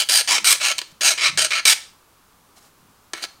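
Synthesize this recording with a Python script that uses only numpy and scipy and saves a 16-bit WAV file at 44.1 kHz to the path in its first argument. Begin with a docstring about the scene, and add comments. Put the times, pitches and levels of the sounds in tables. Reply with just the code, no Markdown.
"""Filing at a workbench

A flat hand file is pushed and drawn back in quick strokes over a small part held above a wooden bench. Its
teeth catch at a rate that follows the hand's speed and tear off chips; these impulses excite the resonances of
file and part in a small room. The file clicks as it bites in at the start of some strokes, the part is turned
in the fingers, and the file is set down again with a light scrape."""
import sys
import numpy as np
from scipy import signal
from scipy.fft import rfft, irfft
from scipy.io import wavfile

SR = 44100
rng = np.random.default_rng(int(sys.argv[2]) if len(sys.argv) > 2 else 0)


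def generate_wav(sig):
    """Save sig (samples, or channels by samples) to the path in sys.argv[1] as 16-bit PCM at SR."""
    pcm = np.round(np.clip(np.atleast_2d(sig).T, -1, 1) * 32767).astype(np.int16)
    wavfile.write(sys.argv[1], SR, pcm)


N = 149940
HZ = np.fft.rfftfreq(4096, 1 / SR)  # frequency axis of the gain curves


def amp(db):
    """Amplitude ratio of a level in decibels."""
    return 10 ** (np.asarray(db) / 20)


def unit(x):
    """Normalisation to an rms of 1."""
    return x / np.sqrt(np.mean(x ** 2) + 1e-20)


def read(points, hz):
    """Interpolation of a table on a logarithmic frequency axis."""
    f, value = np.transpose(points)
    return np.interp(np.log(hz + 1), np.log(f + 1), value)


def add(mix, start_s, sound):
    """Superposition of a sound on the mix."""
    at = round(start_s * SR)
    sound = sound[max(-at, 0):]
    part = mix[max(at, 0):][:len(sound)]
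    part += sound[:len(part)]


def wander(count, hz):
    """Random fluctuation: low-passed noise with an rms near 1."""
    f = np.fft.rfftfreq(SR, 1 / SR)
    return unit(irfft(rfft(rng.standard_normal(SR)) / (1 + (f / hz) ** 2) ** 2))[:count]


def shelf(hz):
    """High-pass curve rising from 0 to 1 around hz."""
    return 1 / (1 + (hz / (HZ + 1)) ** 6)


def peak(hz, width):
    """Lorentzian resonance curve of height 1."""
    return 1 / (1 + (2 * (HZ - hz) / width) ** 2)


def colour(x, db, dispersion_s=.002):
    """Unit-energy filter of shape db, with dispersion: low bending waves arrive after high ones."""
    log_gain = np.log(amp(np.concatenate([db, db[-2:0:-1]])))
    minimum_phase = np.exp(np.conj(signal.hilbert(log_gain)))[:len(HZ)]
    group_delay = dispersion_s * (1 - np.sqrt(HZ / HZ[-1]))
    impulse = irfft(minimum_phase * np.exp(-2j * np.pi * np.cumsum(group_delay) * HZ[1]))
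    return signal.fftconvolve(x, impulse / np.linalg.norm(impulse))


def room_tone(level_db=-56):
    """Stationary background noise: faint hiss and rumble."""
    # Each row: frequency in Hz, relative spectral density in dB.
    spectrum = [(20, -9), (50, -7), (120, -7.5), (300, -10), (650, -14), (1150, -7.5), (1500, -13.5),
                (1900, -18.5), (5000, -20.5), (16000, -24)]
    gain = amp(read(spectrum, np.fft.rfftfreq(N, 1 / SR)))
    return amp(level_db) * unit(irfft(rfft(rng.standard_normal(N)) * gain, N))


def room(x, early_db=-9, early_decay_s=.004019, tail_db=-14, tail_delay_s=.0093):
    """Early reflections off bench and hands, then reverberation that dies faster in the treble."""
    # Each row: frequency in Hz, time to decay by 60 dB in seconds.
    t60 = [(200, 0.42), (800, 0.4), (2100, 0.349), (5500, 0.361), (9000, 0.3255), (15000, 0.2366)]
    t = np.arange(SR // 2) / SR
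    reflections = rng.choice([-1., 1.], len(t)) * (rng.random(len(t)) < 4000 / SR)
    early = reflections * (t > .0007) * np.exp(-t / early_decay_s)
    hz, age, bands = signal.stft(reflections * (t > tail_delay_s), SR, nperseg=256)
    tail = signal.istft(bands * amp(-60 * age / read(t60, hz)[:, None]), SR, nperseg=256)[1][:len(t)]
    echoes = amp(early_db) * early / np.linalg.norm(early) + amp(tail_db) * tail / np.linalg.norm(tail)
    return x + signal.fftconvolve(x, echoes)[:N]


def swell(length, db, tone_db):
    """Filtered noise under a half-sine envelope."""
    count = round(length * SR)
    envelope = np.sin(np.linspace(0, np.pi, count))
    return amp(db) * colour(rng.standard_normal(count) * envelope, tone_db)


def handling():
    """Structure-borne bumps of the hands on the bench, and friction noise of fingers on the part."""
    # Each row: start in seconds, length in seconds, level in dB, centre frequency in Hz.
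    bumps = [(.36, 0.093, -50.5, 240), (.905, 0.027, -54.5, 169), (1.22, .24, -48.5, 152.1),
             (1.381, .08, -62, 90.17), (2.78, 0.0647, -54.5, 170.3), (2.83, 0.095, -59, 198.8)]
    # Each row: start in seconds, length in seconds, level in dB.
    rubs = [(0.909, 0.0169, -52), (2.552, 0.0488, -50.5), (2.585, .12, -55), (2.802, 0.019, -70.5)]
    # Each row: frequency in Hz, relative spectral density in dB.
    rub_tone = [(100, -31.5), (600, -2.5), (1500, -5.5), (3000, -10.5), (7000, -7), (16000, -20)]
    out = np.zeros(N)
    for start, length, db, hz in bumps:
        add(out, start, swell(length, db, 20 * np.log10(peak(hz, width=.66 * hz) + 1e-5)))
    for start, length, db in rubs:
        add(out, start, swell(length, db, read(rub_tone, HZ)))
    return out


def body_db():
    """The normal modes of file and part, summed in power into one gain curve in dB."""
    # Each row: frequency in Hz, bandwidth in Hz, relative strength in dB.
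    modes = [(340, 35, 4.5), (594.1, 90, 8), (976, 71, 8), (1331, 140, 9.5), (1738.7, 180, 6),
             (2214, 50, 7), (2436.5, 160, 5), (2789.7, 35, 4.5), (3056, 88, 5), (4364, 63, 2),
             (3969, 160, 0.5), (4790, 130, 4), (6064, 82, 3.5), (6512, 140, 7), (8453, 290, 8.5)]
    return 10 * np.log10(1 + .6 * sum(amp(db) ** 2 * peak(hz, width) for hz, width, db in modes))


def taps(decay_s=.0024):
    """Impact excitation: the file knocks on the part, and a brief rattle rings their modes."""
    # Each row: start in seconds, level in dB, bass gain in dB.
    knocks = [(.7812, -15, -6.5), (0.788, -13, -4.5), (0.8149, -20, 3.5), (1.008, -16.5, -4.5),
              (1.1765, -25.5, -0.5), (1.374, -13, 1), (1.5055, -21, -6.5), (1.6518, -12, -6),
              (2.571, -49.5, 1), (3.1334, -16, 5), (3.136, -21.5, 4), (3.230, -26, 5.5), (3.2384, -19.5, 3)]
    # Each row: frequency in Hz, relative spectral density in dB.
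    tone = [(100, -42.5), (200, -15.5), (350, -6), (700, -12), (1000, -5.5), (1250, -14.5), (1800, 0.5),
            (2500, -4), (4000, 3), (7500, -6), (9000, -9.5), (11000, -17), (16000, -21.5)]
    out, t = np.zeros(N), np.arange(0, .03, 1 / SR)
    for start, db, bass_db in knocks:
        rattle = rng.standard_normal(len(t)) * np.exp(-t / decay_s)
        shape_db = read(tone, HZ) + body_db() + bass_db * (1 - shelf(hz=2200))
        add(out, start, amp(db) * colour(rattle, shape_db))
    return out


def sliding(drive, arch, tooth_rate, place, whine_width=.1406, dull_hz=5300, node_hz=189.66):
    """A moving point of excitation: bands fade as the contact crosses the file's vibration nodes."""
    hz, times, bands = signal.stft(drive, SR, nperseg=512, noverlap=384)
    at, hz = np.minimum((times * SR).astype(int), len(drive) - 1), hz[:, None]
    ratio = hz / tooth_rate[at]
    # Energy gathers at the tooth rate and is thin below it.
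    whine_db = 2.5 / (1 + ((ratio - 1) / whine_width) ** 2) - 2.5 / (1 + (ratio / .767) ** 6)
    dull_db = -4 * (1 - arch[at]) * hz ** 4 / (hz ** 4 + dull_hz ** 4)  # treble sinks as the file slows
    nodes_db = 2 * np.cos(2 * np.pi * (np.sqrt(hz / node_hz) * place[at] + rng.random()))
    bands = bands * amp(whine_db + dull_db + nodes_db)
    return signal.istft(bands, SR, nperseg=512, noverlap=384)[1][:len(drive)]


def stroke(tone, direction, length, crest, db, start_db, end_db, tooth_hz,
           bass_db, treble_db, fizz_db, low_hz, low_db, high_hz, high_db):
    """Forced vibration: teeth catch in turn and shed chips as the hand speeds up, presses and slows."""
    attack_s, release_s = .0015, .0027
    end_speed, tooth_jitter, chips_per_s = .45, .12, 5000
    t = np.arange(0, length + 6 * release_s, 1 / SR)
    n, knots = len(t), [0, crest * length, length]
    arch = np.sin(np.interp(t, knots, [0, np.pi / 2, np.pi]))
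    tooth_rate = tooth_hz * (end_speed + (1 - end_speed) * arch)
    teeth_passed = np.cumsum(tooth_rate * (1 + tooth_jitter * wander(n, hz=695.04))) / SR
    teeth = np.diff(np.floor(teeth_passed), prepend=0) * amp(3.5 * np.clip(rng.standard_normal(n), -2, 2))
    chips = (rng.random(n) < chips_per_s / SR) * rng.choice([-1, 1], n)
    chips = chips * amp(2.5 * np.minimum(rng.exponential(1, n), 3))
    hiss = amp(-2.5) * rng.standard_normal(n)
    drive = unit(teeth - teeth.mean()) + amp(-2) * unit(chips) + hiss
    place = 1 + direction * .1 * (teeth_passed / teeth_passed[-1] - .5)  # relative contact position
    drive = unit(sliding(drive, arch, tooth_rate, place))
    chatter = unit(amp(2 * wander(n, hz=260)))
    pressure = amp(db + np.interp(t, knots, [start_db, 0, end_db])) * chatter
    contact = np.minimum(t / attack_s, 1) * np.exp(-np.maximum(t - length, 0) / release_s)
    tilt = bass_db * (1 - shelf(hz=890)) + treble_db * shelf(hz=5920) + fizz_db * shelf(hz=10170)
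    grip = low_db * peak(low_hz, width=.42 * low_hz) + high_db * peak(high_hz, width=.21 * high_hz)
    return colour(drive * pressure * contact, read(tone, HZ) + body_db() + tilt + grip)


def filing():
    """Reciprocating abrasion: cutting and return strokes each have their own spectrum."""
    # Each row: start in seconds, length in seconds, pressure crest as a share of the length,
    # crest level in dB, start and end levels in dB relative to it, top tooth rate in Hz,
    # bass, treble and fizz gains in dB, low grip resonance in Hz, its lift in dB,
    # high grip resonance in Hz, its lift in dB.
    pushes = [ (.0865, .13, 0.625, -14.5, -2.5, -6, 926.8, 2, -0.5, 0.5, 5040, 4.5, 9880, 4.5),
              (.4425, 0.0988, 0.778, -12, -2.5, -7.5, 1095, -4, 0, -0.5, 1750, 0.5, 8740, 1.5),
              (1.009, 0.1288, 0.5095, -14, -6, -10, 849.3, 3, -0.5, -4.5, 2400, 2.5, 6440, 5.5),
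              (1.373, .095, .75, -21, 5.5, -2, 640.5, 3, 3, -12.5, 1346, 2, 8860, 1),
              (1.651, .083, 0.641, -13, 2, -1, 950, -4, 0, -4, 1750, -1, 4670, 0.5)]
    pulls = [ (-.06, 0.09654, 0.5554, -14.5, 1, -11.5, 794.9, 4.5, 10, 5, 3120, 6.35, 4438, 7.7),
             (.2735, 0.11224, 0.4206, -16.5, -1.5, -4.5, 1000, 7, 8, -1.5, 2384, 3.45, 5700, 3.95),
             (.537, 0.026, .6, -23.5, -14, -11.5, 546.5, 8, 10.5, 1.5, 3500, 1.8, 5000, 1.52),
             (.598, 0.1277, .42, -18, -9, -4, 895.9, 2, 3.5, 2, 2500, 2, 6405, 2.04),
             (1.173, 0.1249, 0.606, -16.5, -10, -4.5, 651, -1.5, 2, -4.5, 2150, 4.86, 4700, 1),
             (1.504, .099, .5, -22, 0, -0.5, 649.4, -1.5, 1, -2, 2050, 8.2, 4315, 1.4),
             (3.14, 0.088, 0.82, -43, 5.5, 8.5, 399, 9.5, 1, 10.5, 1863, 9, 3773, 2),
             (3.2215, 0.0304, 0.462, -31.5, -4, 0.5, 400.4, 13.5, 7, 4.5, 1700, 2.1, 4160, 9.6)]
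    # Each row: frequency in Hz, relative spectral density in dB.
    push_tone = [(100, -35.5), (300, -17.5), (550, -13.5), (1150, -13.5), (1600, -6), (2400, -2.5),
                 (3000, -0.5), (4800, 1), (7300, -3.5), (9300, 0), (10800, -11), (14000, -8),
                 (16000, -22.5)]
    pull_tone = [(100, -31), (300, -14.5), (550, -12), (1150, -4), (1600, -4), (2300, 2.5), (3000, 3),
                 (4500, 2.5), (7300, -4.5), (8500, -9.5), (9600, -6.5), (10800, -18), (14000, -22),
                 (16000, -25)]
    out = np.zeros(N)
    for strokes, tone, direction in (pushes, push_tone, 1), (pulls, pull_tone, -1):
        for start, *settings in strokes:
            add(out, start, stroke(tone, direction, *settings))
    return out


def scene():
    """Superposition of all sources in the workshop, in one channel."""
    return (room(filing() + taps() + handling()) + room_tone())[None]


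def record(dry):
    """Soft saturation rounds the peaks above a knee; a low-pass filter limits the band."""
    knee, cutoff_hz = .7, 15900
    linear = np.clip(dry, -knee, knee)
    rounded = linear + (1 - knee) * np.tanh((dry - linear) / (1 - knee))
    lowpass = signal.firwin(401, cutoff_hz, window=("kaiser", 8), fs=SR)
    return signal.oaconvolve(rounded, lowpass[None], "same")


dry = scene()
out = record(dry)
generate_wav(out)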